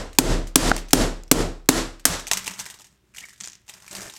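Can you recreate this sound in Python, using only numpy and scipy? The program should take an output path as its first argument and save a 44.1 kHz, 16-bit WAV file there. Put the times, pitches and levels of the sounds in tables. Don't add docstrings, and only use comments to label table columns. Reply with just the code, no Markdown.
import sys
import numpy as np
from scipy import signal
from scipy.fft import rfft, irfft
from scipy.io import wavfile

SR = 44100
rng = np.random.default_rng(int(sys.argv[2]) if len(sys.argv) > 2 else 0)


def to_wav(s):
    ch = np.atleast_2d(s).T
    pcm = np.round(np.clip(ch, -1, 1) * 32767)
    wavfile.write(sys.argv[1], SR, pcm.astype(np.int16))


def invert_db(x):
    u = np.asarray(x, float) / 20
    return 10 ** u


N = 184639
LEAD = SR // 4
LONG = N + LEAD


def rms_one(x):
    return x / np.sqrt(np.mean(x ** 2) + 1e-20)


def peak_one(x):
    return x / np.abs(x).max()


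def at_hz(points, hz):
    table_hz, values = np.array(points).T
    return np.interp(np.log(hz + 1), np.log(table_hz), values)


def coloured(spectrum):
    hz = np.fft.rfftfreq(LONG, 1 / SR)
    white = rfft(rng.standard_normal(LONG))
    return rms_one(irfft(white * invert_db(at_hz(spectrum, hz)), LONG))


def ring(x, hz, t60):
    radius, angle = invert_db(-60 / (t60 * SR)), 2 * np.pi * hz / SR
    return signal.lfilter([0, np.sin(angle)], [1, -2 * radius * np.cos(angle), radius ** 2], x + 1e-18)


def soften(x, hz):
    r = np.exp(-2 * np.pi * hz / SR)
    return signal.lfilter([1 - r], [1, -r], x)


def butter(x, order, hz, kind):
    return signal.sosfilt(signal.butter(order, hz, kind, fs=SR, output="sos"), x)


def add(track, s, burst):
    part = track[round(s * SR) + LEAD:][:len(burst)]
    part += burst[:len(part)]


def half_octaves(white):
    edges = 45 * 2 ** np.arange(0, 8.6, .5)
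    for k, (low, high) in enumerate(zip(edges, edges[1:])):
        yield np.sqrt(low * high), butter(white[k % 2], 2, [low, high], "band")


# pitch_hz, level_db (per Hz)
AIR_SPECTRUM = [(15, -42.5), (25, -17.5), (114, -11), (301, -22), (394, -18), (476, -28.5), (1890, -31.5),
                (3080, -31), (7710, -42), (16000, -43)]
# pitch_hz, level_db (rms)
MAINS_HUM = [(59.6, -74.5), (119.2, -76)]


def background():
    t = np.arange(LONG) / SR
    hum = sum(invert_db(db + 6.5) * np.sin(2 * np.pi * hz * t) for hz, db in MAINS_HUM)
    return invert_db(-67) * coloured(AIR_SPECTRUM) + hum


# pitch_hz, t60_s
ROOM_DECAY = [(60, 0.12), (250, 0.37), (1000, 0.4), (4000, 0.38), (8000, 0.32), (15000, 0.17)]
# pitch_hz, level_db
ROOM_RESPONSE = [(60, -2.5), (150, 4.5), (300, 9), (600, -12), (1500, 7.5), (4000, 4.5), (7000, -1),
                 (11000, -10), (16000, 2)]


def workshop(x):
    t = np.arange(SR) / SR
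    tail = 0
    for hz, band in half_octaves(rng.standard_normal((2, SR))):
        tail = tail + band * invert_db(at_hz(ROOM_RESPONSE, hz) - 60 * t / at_hz(ROOM_DECAY, hz))
    onset = np.clip((t - .002) / 0.00067, 0, 1)
    return signal.fftconvolve(x, tail * onset)[:LONG]


# pitch_hz, level_db (per Hz)
TAIL_SPECTRUM = [(35, -43), (60, -5), (180, -4.5), (217, -5), (256, -3.5), (371, -4), (566, -5), (666, -13),
                 (1580, -17.5), (2000, -24), (7570, -23), (12100, -33), (16000, -48)]


def blow_tails():
    out = 0
    for hz, band in half_octaves(rng.standard_normal((2, LONG))):
        energy = np.zeros(LONG)
        tilt_db = 0.49 * np.log2(hz / 2000)
        for s, (*_, tail_db, boom_db) in zip(BLOW_START, BLOW_LEVELS):
            bass_db = boom_db / (1 + (hz / 600) ** 2)
            add(energy, s + 0.00067, [invert_db(tail_db + tilt_db + bass_db) ** 2])
        kept = invert_db(-120 / (at_hz(ROOM_DECAY, hz) * SR))
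        energy = signal.lfilter([1], [1, -kept], energy)
        build_hz = min(hz / 15, 60)
        envelope = np.sqrt(soften(soften(energy, build_hz), build_hz))
        out = out + band * invert_db(at_hz(TAIL_SPECTRUM, hz) + 32) * envelope
    return out


# start_s (middle), level_db, pitch_hz, length_s
STICK_SLIP = [
    (3.224, -46, 1858, 0.021),
    (3.236, -41.5, 2032, 0.013),
    (3.243, -33.5, 2222, 0.012),
    (3.254, -41.5, 1935, 0.0074),
]


def squeaks():
    out = np.zeros(LONG)
    for s, db, hz, length_s in STICK_SLIP:
        t = np.arange(round(length_s * SR)) / SR
        swell = np.sin(np.pi * t / length_s)
        add(out, s - length_s / 2, invert_db(db) * swell * np.sin(2 * np.pi * hz * t))
    uneven = rms_one(soften(rng.standard_normal(LONG), 500))
    return out * (1 + .4 * uneven)


# start_s, level_db
DRAGS = [
    [(2.2, -50), (2.274, -62), (2.342, -26), (2.43, -37), (2.49, -35), (2.576, -42), (2.6, -33),
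     (2.674, -47), (2.772, -51)],
    [(2.78, -53.5), (2.85, -70), (2.92, -57.5), (3.0, -73.5), (3.1, -67), (3.14, -60), (3.24, -55),
     (3.308, -66), (3.385, -69.5)],
    [(3.395, -59), (3.42, -46.5), (3.512, -60), (3.58, -63), (3.65, -74)],
    [(3.67, -60), (3.688, -50.5), (3.756, -45), (3.8, -53), (3.856, -44), (3.9, -58.5)],
    [(3.91, -40), (3.948, -38), (4.03, -33.5), (4.082, -36.5), (4.14, -59.5), (4.187, -54)],
]
# shell_db, hollow_db, rumble_db, loose_bits_db
DRAG_MIX = [
    (-7, -15, -10.5, -3),
    (-8, -12, -2, -3),
    (-12, -10, -3, 10),
    (-3.5, -13, -13, -0.5),
    (-1, -5.5, -10, 0.5),
]


def grains(per_s, most):
    strength_db = 4.5 * np.minimum(rng.exponential(1, LONG), most)
    return (rng.random(LONG) < per_s / SR) * invert_db(strength_db)


def slide():
    t = (np.arange(LONG) - LEAD) / SR
    pressure_s, pressure_db = np.concatenate(DRAGS).T
    drag = np.searchsorted([rows[0][0] for rows in DRAGS[1:]], t)
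    shell, hollow, rumble, loose = invert_db(np.array(DRAG_MIX)[drag].T)
    roughness = rms_one(soften(soften(grains(1500, 4), 250), 250))
    grit = coloured(PLASTIC_SPECTRUM) * (.5 + roughness)
    case = ring(grit, 1850, .004) + ring(grit, 2400, .003)
    body = ring(grit, 400, 0.0207) + ring(grit, 950, 0.001) + invert_db(12.5) * ring(grit, 620, 0.013)
    push = soften(grit - soften(grit, 40), 140)
    wood = rms_one(ring(push, 190, 0.078))
    wood = wood + invert_db(-17) * rms_one(ring(push, 62, 0.059)) + invert_db(-7.5) * rms_one(ring(push, 140, 0.2))
    bits = coloured(PLASTIC_SPECTRUM) * soften(grains(160, 2.5), 90)
    bits = bits - soften(bits, 2600)
    mix = invert_db(-7) * rms_one(grit) + invert_db(-14.5) * shell * rms_one(case)
    mix = mix + invert_db(-5.5) * hollow * rms_one(body) + invert_db(-5.5) * rumble * wood
    mix = mix + invert_db(-15) * loose * rms_one(bits)
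    return invert_db(np.interp(t, pressure_s, pressure_db, left=-120)) * mix


# pitch_hz, level_db (per Hz)
PLASTIC_SPECTRUM = [(180, -25), (300, -10), (418, -7), (478, -17), (915, 2.5), (4230, -6.5), (6740, -1.5),
                    (8360, -2.5), (9880, -11), (13500, -13.5), (16000, -26)]
# start_s, level_db (peak), pitch_hz, t60_s
CHIP_TAPS = [(0.13, -30, 4320, 0.015), (0.1488, -38, 2840, 0.043), (0.4708, -27.5, 6390, 0.036),
             (0.6956, -9, 6445, 0.0051), (0.765, -6, 7050, 0.004), (0.7784, -19, 3700, 0.039),
             (0.885, -29.5, 6400, 0.036), (0.9071, -25, 7440, 0.02), (1.2356, -26, 7890, 0.0036),
             (1.279, -37, 6230, 0.012), (1.6586, -45, 5780, 0.0094), (1.906, -42, 6740, .008),
             (1.9964, -32, 4550, 0.022), (2.042, -45, 4500, 0.0069), (2.158, -21, 7100, 0.0095),
             (2.196, -20.5, 7030, 0.024)]
TUMBLE_TAPS = [(2.2692, -14, 6090, 0.0077), (2.2749, -19, 6576, 0.026), (2.2822, -24, 8760, 0.0073),
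               (2.3131, -14, 4370, 0.038), (2.3135, -0.5, 6000, 0.018), (2.3334, -5, 8300, 0.0094),
               (2.3719, -8.5, 6640, 0.024), (2.4431, -22, 6310, 0.0093), (2.4466, -27.5, 6600, 0.0073),
               (2.4603, -21.5, 4000, 0.044), (2.4675, -15.5, 6100, 0.013), (2.4778, -9.5, 2950, 0.0073),
               (2.51, -21.5, 7100, 0.04), (2.5368, -26.5, 6580, 0.02), (2.5855, -30, 8240, 0.028),
               (2.5918, -17, 6720, 0.0073), (2.5975, -16.5, 8200, 0.027), (2.6054, -30, 6480, 0.021),
               (2.6558, -21.5, 6560, 0.0098), (2.6617, -20, 2160, 0.027), (2.6863, -37, 7200, 0.023),
               (2.7002, -23.5, 4000, 0.0207), (2.707, -31.5, 6690, 0.026), (2.7413, -27, 4830, 0.0249),
               (2.7884, -32.5, 6190, 0.017), (2.7969, -30.5, 5030, 0.018), (2.807, -37, 3290, 0.018),
               (2.8176, -32, 7000, 0.017), (2.8437, -33.5, 6720, 0.04), (2.8677, -44, 6600, 0.021)]
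SHUFFLE_TAPS = [(3.1392, -41, 2930, 0.022), (3.1471, -33, 2360, 0.033), (3.1626, -28, 1950, 0.019),
                (3.1697, -28, 7030, 0.012), (3.1822, -21.5, 3420, 0.024), (3.2027, -30, 6520, 0.0099),
                (3.207, -28, 6870, 0.011), (3.2263, -34, 2210, 0.047), (3.2531, -33, 1940, 0.042),
                (3.2857, -33, 2300, 0.017), (3.2933, -35.5, 6060, 0.022), (3.3049, -39, 2180, 0.028),
                (3.3279, -41, 2070, 0.019), (3.3328, -40, 1940, 0.022), (3.36, -44, 5200, 0.022),
                (3.3775, -42, 6680, 0.034)]
RATTLE_TAPS = [(3.4032, -29.5, 8270, 0.017), (3.4087, -23, 7060, 0.0156), (3.4363, -29.5, 7600, 0.025),
               (3.4421, -27.5, 7000, 0.015), (3.4494, -32, 7100, 0.0156), (3.4582, -31.5, 7500, 0.015),
               (3.4744, -25, 7570, 0.008), (3.483, -30, 6970, 0.023), (3.4987, -36.5, 7170, 0.017),
               (3.5196, -39, 6800, 0.017), (3.532, -34.5, 6700, 0.017), (3.5473, -51, 6170, 0.013),
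               (3.5533, -38, 6520, 0.012), (3.5789, -60, 6560, 0.013)]
PICK_UP_TAPS = [(3.6799, -33, 6900, 0.026), (3.6889, -29, 6780, 0.022), (3.6945, -25, 3590, 0.022),
                (3.7378, -28, 6200, 0.03), (3.7796, -41, 2670, 0.022), (3.8018, -37.5, 2920, 0.022),
                (3.8223, -34.5, 6460, 0.022), (3.8501, -67, 3900, 0.022), (3.8643, -33.5, 6770, 0.022),
                (3.8788, -27.5, 2570, 0.022), (3.895, -37, 4360, 0.022), (3.9112, -26.5, 8400, 0.062),
                (3.9294, -22.5, 5090, 0.0073), (3.9512, -16.5, 5130, 0.023), (3.9654, -25, 4580, 0.022),
                (3.9815, -28.5, 6140, 0.0081), (4.0065, -23.5, 7100, 0.022), (4.0164, -23.5, 6130, 0.022),
                (4.0295, -30, 6760, 0.0073), (4.0499, -51, 6610, 0.022), (4.067, -27, 8660, 0.013),
                (4.0815, -31, 5590, 0.019), (4.0974, -25.5, 4000, 0.021), (4.1227, -36, 7600, 0.066),
                (4.1375, -25, 6230, 0.018), (4.1523, -34, 5920, 0.028), (4.1638, -27.5, 5570, 0.028)]


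def taps(table, ring_db, hollow_db):
    out, t = np.zeros(LONG), np.arange(SR // 12) / SR
    noise = coloured(PLASTIC_SPECTRUM)
    bright, dull = butter(noise, 2, 1500, "high"), butter(noise, 2, 1500, "low")
    for s, db, hz, t60 in table:
        at = round(s * SR) + LEAD - len(t)
        fall = invert_db(-60 * t / max(t60, .002))
        spit = bright[at:at + len(t)] * (fall + invert_db(2) * fall ** 0.26)
        rung = ring(spit * fall, hz, 11 / hz)
        knock = dull[at:at + len(t)] * fall ** 0.33
        tap = peak_one(spit) + invert_db(ring_db) * peak_one(rung) + invert_db(hollow_db) * peak_one(knock)
        add(out, s, invert_db(db - 4) * tap)
    return out


def loose_case():
    return (taps(CHIP_TAPS, ring_db=-7.5, hollow_db=-15.5)
            + taps(TUMBLE_TAPS, ring_db=-5, hollow_db=-10)
            + taps(SHUFFLE_TAPS, ring_db=-3.5, hollow_db=-15)
            + taps(RATTLE_TAPS, ring_db=8.5, hollow_db=-10)
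            + taps(PICK_UP_TAPS, ring_db=-2, hollow_db=-9.5))


# start_s, level_db, pitch_hz, t60_s
REBOUND_MODES = [
    (.716, 0, 1440, 0.011),
    (.716, -5.5, 776, 0.018),
    (0.7141, -16, 1980, 0.0018),
    (.716, -10.5, 343, 0.013),
    (2.081, -23, 70.5, 0.26),
    (2.099, -15.5, 170, 0.13),
    (2.3141, -14, 1930, 0.017),
    (2.3142, -17, 2654, 0.011),
    (2.3143, -16.5, 1290, 0.013),
    (3.041, -59, 360, .08),
]


def rebounds():
    out, click = np.zeros(LONG), np.arange(SR // 2) == 0
    for s, db, hz, t60 in REBOUND_MODES:
        add(out, s, -invert_db(db) * ring(click, hz, t60))
    return out


BLOW_START = [-.19, .186, .557, .9316, 1.314, 1.6888, 2.0534]
# strength_db, crack_length_s, sway_db, tail_db, boom_db (bass of the tail)
BLOW_LEVELS = [
    (7.5, .003, -7.5, -11, -4),
    (22, 0.0037, 1.5, -12.5, -1),
    (20, 0.0039, -2, -10, -9),
    (13, 0.0038, -5.5, -16.5, -4),
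    (13.5, 0.0027, -8, -20, -.1),
    (15, .0028, -12.5, -16, -11),
    (14, 0.0042, -21.5, -19.5, -19),
]
# thinness (0-1), crack_fade_db (per s), thump_db (against strength)
CONTACT_KIND = [
    (.12, 800, -7),
    (.6, 601, -20.5),
]
# pitch_hz, level_db (per Hz)
CRACK_SPECTRUM = [(350, -23.5), (600, -7), (2220, -13), (4360, -12), (7780, -8.5), (9050, -9.5),
                  (10200, -17.5), (11900, -11.5), (15100, -34), (16200, -13)]
# pitch_hz, level_db, t60_s
TOP_MODES = [(268, 0, .085), (308, -.5, .085), (400, -9, .04), (660, -6, .015), (258, -20, .38),
             (329, -19, .45)]
# pitch_hz, level_db, t60_s
FRAME_MODES = [(34.14, -4.5, 0.65), (120.3, -11, 0.38), (172.9, -12, 0.46)]


def bench_top(t):
    push = sum(invert_db(db) * np.sin(np.pi * np.clip((t - s) / .001, 0, 1)) for s, db in [(0, 0), (.0071, -1.5)])
    top = sum(invert_db(db) * ring(push, hz, t60) for hz, db, t60 in TOP_MODES)
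    return peak_one(butter(top, 2, 150, "high"))


def blows():
    near, sway = np.zeros((2, LONG))
    noise, t = coloured(CRACK_SPECTRUM), np.arange(SR // 2) / SR
    top = bench_top(t)
    for s, (db, length_s, sway_db, *_) in zip(BLOW_START, BLOW_LEVELS):
        glancing = length_s > .004
        thin, fade_db, top_db = CONTACT_KIND[int(glancing)]
        fade = invert_db(db - 14 - fade_db * np.clip(t - length_s, 0, None))
        crack = fade * noise[round(s * SR) + LEAD:][:len(t)]
        add(near, s, crack - thin * soften(crack, 1300))
        add(near, s + length_s - .0008, -invert_db(db + top_db) * top)
        add(sway, s, [invert_db(sway_db)])
    frame = sum(invert_db(db) * (ring(sway, hz, t60) - ring(sway, hz, 0.047)) for hz, db, t60 in FRAME_MODES)
    return near + frame


def scene():
    small = loose_case() + slide()
    wet = invert_db(-44) * workshop(small)
    hammer = blows() + rebounds() + blow_tails()
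    return (background() + wet + squeaks() + small + hammer)[None, LEAD:]


def top_cut(x):
    return signal.sosfilt(signal.butter(12, 16300, fs=SR, output="sos"), x)


def record(dry):
    climb_db = 190 * np.arange(N) / SR
    over_db = np.clip(20 * np.log10(np.abs(dry[0]) + 1e-9) + 4, 0, None)
    held_db = np.maximum.accumulate(over_db + climb_db) - climb_db
    lag_s, duck_hz = .0017, 190
    late_db = np.pad(held_db, (round(lag_s * SR), 0))[:N]
    ducked_db = soften(soften(late_db, duck_hz), duck_hz)
    clipped = np.clip(dry * invert_db(-1.2 * ducked_db), -1, 1)
    dulled = butter(clipped, 6, 16300, "low")
    return top_cut(dulled)


dry = scene()
out = record(dry)
to_wav(out)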